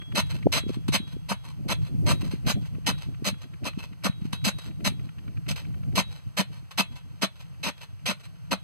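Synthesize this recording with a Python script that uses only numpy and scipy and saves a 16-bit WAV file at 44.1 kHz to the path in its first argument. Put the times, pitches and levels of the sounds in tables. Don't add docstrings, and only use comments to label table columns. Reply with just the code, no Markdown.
import sys
import numpy as np
from scipy import signal
from scipy.fft import rfft, irfft, next_fast_len
from scipy.io import wavfile
from scipy.ndimage import map_coordinates

SR = 44100
rng = np.random.default_rng(int(sys.argv[2]) if len(sys.argv) > 2 else 0)


def wav_out(sig):
    wavfile.write(sys.argv[1], SR, np.round(np.clip(np.atleast_2d(sig).T, -1, 1) * 32767).astype(np.int16))


N = 380583

# start and length of a jab in seconds, then levels in dB of the entry grit, deep grit,
# wet crunch, thud, the long-singing 3327 Hz ring tone and the other ring tones.
JABS = [(.152, 0.053, -29.5, -26, -30, -22, -38, -42), (0.523, 0.07, -24.5, -27.5, -32, -35, -33.5, -39),
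        (0.924, 0.041, -31.5, -24, -33.5, -23.5, -36.5, -38),
        (1.289, 0.04, -34.5, -33.5, -34.5, -20, -46, -52),
        (1.685, 0.0452, -34.5, -28.5, -30.5, -24, -44, -55),
        (2.064, 0.061, -35.5, -28.5, -28.5, -22.5, -48, -38),
        (2.466, 0.053, -33, -28, -30.5, -26, -43, -57), (2.866, 0.037, -22.5, -27, -28, -21, -41.5, -41),
        (3.246, 0.047, -32, -27.5, -32, -23, -44, -53), (3.645, 0.04, -38, -35, -35, -32, -51, -56),
        (4.039, .031, -31.5, -28.5, -26, -19, -48, -42.5), (4.445, 0.049, -26.5, -28, -33.5, -18, -48, -38),
        (4.846, 0.035, -29, -26.5, -30.5, -19, -45, -49),
        (5.485, 0.036, -32, -35.5, -42.5, -28.5, -64, -61),
        (5.956, 0.0498, -28, -24.5, -28, -19, -43, -36.5), (6.371, 0.0411, -27, -27, -29, -16.5, -52, -57),
        (6.778, .031, -23.5, -23.5, -28, -20.5, -42, -54), (7.217, 0.029, -29, -25, -27, -22, -51, -63),
        (7.633, 0.066, -30.5, -32, -34, -26, -45, -54), (8.059, 0.062, -28, -29.5, -32, -23.5, -62, -66),
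        (8.513, .021, -27, -27, -27, -21, -51, -55)]
# frequency in Hz, relative level in dB.
GRIT_SPECTRUM = [(150, -55), (450, -8), (1000, -10.5), (2000, -1), (2900, -1.5), (3700, -1), (4200, 0),
                 (4500, -3.5), (6000, -4.5), (8000, -10), (11000, -12.5), (15000, -17.5)]
CRUNCH_SPECTRUM = [(100, 1), (280, 7.5), (420, -6.5), (600, 4), (770, -3.5), (1200, 2.5), (1800, -4),
                   (2600, -36), (5000, -32), (12000, -62)]
def jabs(attack=0.0091, stop_t60=0.062, crunch_t60=0.046, deepest=0.84):
    t, grit, crunch = np.arange(N) / SR, np.zeros(N), np.zeros(N)
    for s, length, entry_db, deep_db, crunch_db, *_ in JABS:
        near = slice(int((s - .02) * SR), int((s + .25) * SR))
        age = t[near] - s
        bite = np.clip(age / attack + .5, 0, 1)
        sinking_db = np.interp(age / length, [.22, .48], [entry_db, deep_db])
        grit[near] += bite * amp(sinking_db - 60 * np.maximum(age - 0.9 * length, 0) / stop_t60)
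        past = age - deepest * length
        rise_db = -11 * np.minimum(past / (deepest * length), 0) ** 2
        decay_db = -60 * np.maximum(past - .005, 0) / crunch_t60
        crunch[near] += bite * amp(crunch_db + rise_db + decay_db)
    stones = grit * coloured(grains(rate=7000, spread_db=-1.5), GRIT_SPECTRUM)
    paste = crunch * coloured(grains(rate=4000, spread_db=5), CRUNCH_SPECTRUM)
    return stones + paste


# time in seconds, treble gain in dB.
SHARPNESS = [(.5, -2.5), (4.5, 0), (8.5, -5)]
def sharpened(x, corner_hz=5500):
    treble = filtered(x, lambda hz: 1 / (1 + (corner_hz / (hz + 1)) ** 6))
    return x + (amp(curve(SHARPNESS)) - 1) * treble


def thuds(hole_hz=195, t60=0.081, rise=0.005):
    t, out = np.arange(SR // 4) / SR, np.zeros(N + SR)
    shape = (1 - np.exp(-(t / rise) ** 2)) * amp(-60 * t / t60)
    for (s, length, _, _, _, db, *_), detune in zip(JABS, rng.standard_normal(len(JABS))):
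        boom = np.sin(2 * np.pi * hole_hz * (1 + 0.014 * detune) * t)
        out[int((s + .47 * length) * SR):][:len(t)] += amp(db) * boom * shape / shape.max()
    return out[:N]


# frequency in Hz, bandwidth in Hz, gain in dB.
STEEL_MODES = [(581, 150, -5), (958, 110, -3), (1473, 50, -7), (1800, 35, -6), (2160, 55, -3),
               (2460, 60, -5), (2625, 55, 3), (3015, 50, -3), (3460, 40, -3), (4015, 70, -5),
               (4235, 50, -6), (4800, 90, -4), (5340, 70, -4), (6105, 50, -5), (6730, 40, 2),
               (7470, 60, -2), (7890, 60, -1), (8320, 45, 0), (8710, 45, 2), (9150, 90, -2), (9528, 50, 0),
               (11900, 120, -2), (12900, 70, -2), (13920, 90, -2)]
def steel(force, vary_db=4.0, detune=0.00084):
    out, spare = np.zeros(N + SR), SR // 4
    cuts = [0] + [int((s - .02) * SR) for s, *_ in JABS[1:]] + [N]
    for a, b in zip(cuts, cuts[1:]):
        modes = [(hz * (1 + detune * rng.normal()), width, amp(db + vary_db * rng.normal()))
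                 for hz, width, db in STEEL_MODES]
        body = lambda f: 1 + sum(g * 1j * f * w / (hz * hz - f * f + 1j * f * w) for hz, w, g in modes)
        out[a:b + spare] += filtered(np.pad(force[a:b], (0, spare)), body)
    return out[:N]


# frequency in Hz,
# level in dB, 60 dB decay time in seconds.
RING_MODES = [(3327, -4.5, .72), (3868, 1, .42), (4013, -7, .3), (2616, -12, .35), (3110, -14, .3),
              (9550, -3, .09), (11200, -4, .13)]
def ring():
    t, out = np.arange(SR) / SR, np.zeros(N + SR)
    blows = [(s + 0.0075, length, long_db, rest_db) for s, length, *_, long_db, rest_db in JABS]
    blows += [(s, CLINK_ATTACK_S, db - 3, db) for s, *_, db in CLINKS]
    for s, length, long_db, rest_db in blows:
        long_tone, *rest = [amp(db + rng.normal(0, 0.68) - 60 * t / t60) * np.sin(2 * np.pi * hz * t)
                            for hz, db, t60 in RING_MODES]
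        build_up = np.minimum(t / length, 1)
        out[int(s * SR):][:len(t)] += (amp(long_db) * long_tone + amp(rest_db) * sum(rest)) * build_up
    hz, _, t60 = RING_MODES[0]
    out[:len(t)] += amp(-43.5 - 60 * t / t60) * np.sin(2 * np.pi * hz * t)
    return out[:N]


# time of a pull in seconds, catch level in dB, slide level in dB.
PULLS = [(.309, -37, -48), (0.696, -46.5, -43.5), (1.081, -49, -51), (1.451, -46, -47), (1.821, -54.5, -46),
         (2.215, -40, -43), (2.622, -55, -50), (2.985, -44.5, -43), (3.383, -58, -46.5),
         (3.798, -43.5, -45.5), (4.212, -61, -50), (4.622, -47.5, -44), (5.008, -65, -55),
         (5.585, -43, -61), (6.118, -46, -50), (6.533, -49.5, -52.5), (6.926, -58.5, -49),
         (7.366, -58, -43), (7.786, -53, -42.5), (8.205, -53.5, -48.5)]
# frequency in Hz, relative level in dB.
SCRAPE_SPECTRUM = [(150, -40), (450, -3.5), (750, -6), (1200, -1), (2200, -3), (4200, -2.5), (4600, -6),
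                   (6500, -11), (9000, -16.5), (15000, -20.5)]
def scrapes(uneven_db=2, drag_db=-15, slide_after_s=0.041):
    pressure = np.zeros(N)
    for s, catch_db, slide_db in PULLS:
        pressure += amp(catch_db) * (swell(s, width=0.018) + amp(drag_db) * swell(s, width=0.13))
        pressure += amp(slide_db) * swell(s + slide_after_s, width=.025)
    pressure *= amp(-4.5 + uneven_db * wobble(90))
    return pressure * coloured(grains(rate=2500, spread_db=-2), SCRAPE_SPECTRUM)


# start of a clink in seconds, level in dB, 60 dB decay time in seconds, ring level in dB.
CLINKS = [(.879, -31, 0.073, -49), (2.308, -40, 0.18, -70), (4.325, -29, 0.091, -43),
          (4.582, -37, 0.076, -53), (5.556, -37.5, .2, -68), (6.707, -37.5, .08, -72)]
CLINK_ATTACK_S = 0.0064
def clinks():
    t, pressure = np.arange(SR // 3) / SR, np.zeros(N + SR)
    for s, db, t60, _ in CLINKS:
        pressure[int(s * SR):][:len(t)] += amp(db - 60 * t / t60) * np.minimum(t / CLINK_ATTACK_S, 1)
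    return pressure[:N] * coloured(grains(rate=5000, spread_db=0), SCRAPE_SPECTRUM)


# frequency in Hz, relative level in dB.
POST_SPECTRUM = [(200, -18), (600, 0), (1500, 0.5), (2400, 4.5), (3600, 2.5), (4200, 8), (5000, -38),
                 (9000, 5), (15000, -35.5)]
def post(x, t60):
    t, out = np.arange(SR // 3) / SR, np.zeros(N + SR)
    for start in range(0, N, len(t)):
        tail = coloured(rng.standard_normal(len(t)), POST_SPECTRUM) * amp(-60 * t / t60)
        answer = signal.fftconvolve(x[start:start + len(t)], tail / np.linalg.norm(tail))
        out[start:start + len(answer)] += answer
    return out[:N]


# time in seconds, wind strength in dB.
WIND_STRENGTH = [(0.0, -53), (0.41, -47.5), (1.18, -52.5), (1.42, -56.5), (1.63, -54), (1.85, -44.5),
                 (2.11, -42.5), (3.0, -54), (3.32, -52), (3.48, -56), (4.06, -60), (4.2, -53.5),
                 (4.83, -48), (5.22, -54.5), (5.82, -46), (6.13, -57), (6.87, -60.5), (8.63, -59)]
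# frequency in Hz, relative level in dB.
RUMBLE_SPECTRUM = [(15, -36), (35, -4.5), (60, -3), (90, 2.5), (120, 4), (160, 1.5), (200, -19.5),
                   (270, -36), (400, -42), (900, -59)]
FLUTTER_SPECTRUM = [(60, -32), (170, -2.5), (250, -2), (330, -9), (450, -22.5), (700, -26), (1500, -80)]
def wind(buffet_db=18, swing_db=3.5):
    swings = sum(swell(s - 0.0067, width=0.035) for s, *_ in JABS)
    gust_db = curve(WIND_STRENGTH) + buffet_db + swing_db * swings + 1.1 * wobble(6) + 2.63 * wobble(22)
    rumble = amp(gust_db - 0.5) * coloured(rng.standard_normal(N), RUMBLE_SPECTRUM)
    flutter_db = 1.41 * gust_db + 5.96 * wobble(35) - 6.5
    return rumble + amp(flutter_db) * coloured(rng.standard_normal(N), FLUTTER_SPECTRUM)


# time of an eddy in seconds, peak level in dB, pitch in Hz.
EDDIES = [(0.46, -11, 225), (.467, -6, 155), (.470, -5.5, 410), (0.638, -27, 246), (0.667, -19, 216),
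          (.696, -22, 318), (0.704, -17.5, 233), (0.772, -19, 192), (0.89, -12, 204), (1.004, -20.5, 168),
          (1.168, -27, 250), (1.951, -16.5, 131), (2.232, -21.5, 195), (2.338, -18, 220), (2.785, -31, 255),
          (3.224, -24, 230), (3.331, -20.5, 138), (3.777, -20, 178), (4.098, -13, 122), (4.222, -19, 127),
          (4.254, -20.5, 184), (4.336, -19.5, 138)]
def pops():
    t, out = np.arange(-SR // 20, SR // 20) / SR, np.zeros(N + SR)
    for s, db, hz in EDDIES:
        u = (np.pi * hz * t) ** 2
        out[int((s + t[0]) * SR):][:len(t)] += amp(db) * (1 - 2 * u) * np.exp(-u)
    return out[:N]


# time in seconds, machine speed in strokes per second.
PUMP_SPEED = [(0, 9.78), (1.7, 9.87), (3.3, 10.2), (4.5, 10.25), (5.7, 10.9), (7.4, 11.25), (8.6, 10.9)]
# time in seconds, level in dB.
PUMP_LEVEL = [(.45, -44.5), (1.25, -80), (2.3, -53.5), (3.9, -49), (4.4, -60), (4.75, -52.5), (5.5, -46.5),
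              (6.3, -62.5)]
# frequency in Hz, relative level of the puffs in dB.
PUMP_SPECTRUM = [(400, -24), (900, -7), (1400, 2.5), (2500, 2.5), (3600, -6), (4600, -16.5), (9000, -28)]
def pump(puff_s=0.0048, first_s=0.021):
    speed = curve(PUMP_SPEED)
    strokes = np.cumsum(speed) / SR - first_s * speed[0]
    puffs = np.exp(-((strokes - np.round(strokes)) / speed / puff_s) ** 2)
    return amp(curve(PUMP_LEVEL)) * puffs * coloured(rng.standard_normal(N), PUMP_SPECTRUM)


# frequency in Hz, relative level in dB.
AIR_SPECTRUM = [(100, -16), (450, -3), (800, -3.5), (1400, -1.5), (2100, -4.5), (2900, -5), (4300, -9.5),
                (7000, -13.5), (10000, -17), (15000, -20)]
def hush(level_db=-62.6, diffuse_db=-15):
    noise = rng.standard_normal(N) + amp(diffuse_db) * rng.standard_normal((2, N))
    air = coloured(noise, AIR_SPECTRUM) * amp(0.44 * wobble(7.8))
    crumbs = coloured(grains(rate=170, spread_db=-2.5), SCRAPE_SPECTRUM) * amp(1.5 * wobble(8.8))
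    return amp(level_db) * (air + amp(-15) * crumbs)


def amp(db):
    return 10 ** (np.asarray(db) / 20)


def curve(rows):
    return np.interp(np.arange(N) / SR, *np.transpose(rows))


def wobble(rate):
    return map_coordinates(rng.standard_normal(int(N * rate / SR) + 4), [np.arange(N) * rate / SR])


def swell(middle, width):
    out = np.zeros(N)
    near = np.arange(max(int((middle - 4 * width) * SR), 0), min(int((middle + 4 * width) * SR), N))
    u = (near / SR - middle) / width
    out[near] = np.exp(-2 * (u / np.where(u < 0, .75, 1.25)) ** 2)
    return out


def grains(rate, spread_db):
    sizes = amp(spread_db * np.clip(rng.standard_normal(N), -2, 2)) * rng.standard_normal(N)
    return sizes * (rng.random(N) < rate / SR)


def filtered(x, response):
    n = x.shape[-1]
    m = next_fast_len(n + SR // 2)
    return irfft(rfft(x, m) * response(np.fft.rfftfreq(m, 1 / SR)), m)[..., :n]


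def coloured(x, spectrum):
    f, db = np.transpose(spectrum)
    shaped = filtered(x, lambda hz: amp(np.interp(np.log(hz + 1), np.log(f), db)))
    return shaped / np.sqrt(np.mean(shaped ** 2) + 1e-20)


def scene():
    rod = steel(sharpened(jabs()) + scrapes() + clinks())
    shimmer = amp(-15.5) * np.array([post(rod, t60=0.13) for side in ("left", "right")])
    return rod + shimmer + ring() + thuds() + wind() + pops() + pump() + hush()


# frequency in Hz, extra phase of the left side in radians.
SIDE_PHASE = [(165, 0.057), (195, -0.96), (240, -0.35), (340, -0.038), (450, -0.58), (750, -0.053),
              (1150, -0.053), (1520, 0.31), (1700, 0.83), (1850, -1.19), (2200, -0.00089)]
# frequency in Hz, left minus right level in dB.
SIDE_BALANCE = [(60, 0.5), (110, -0.5), (200, 1.5), (380, 0), (700, 2), (1290, -1), (2380, 1), (4400, -1),
                (8120, 0.0), (15000, -0.5)]
def record(dry, delay_s=.000563, top_hz=15450):
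    lag = lambda hz: np.exp(1j * (np.interp(hz, *np.transpose(SIDE_PHASE)) - 2 * np.pi * hz * delay_s))
    lean = lambda hz: amp(np.interp(hz, *np.transpose(SIDE_BALANCE)) / 2)
    wide = filtered(dry, lambda hz: np.array([lag(hz) * lean(hz), -1 / lean(hz)]))
    return filtered(wide, lambda hz: 1 / np.sqrt(1 + (hz / top_hz) ** 160))


dry = scene()
out = record(dry)
wav_out(out)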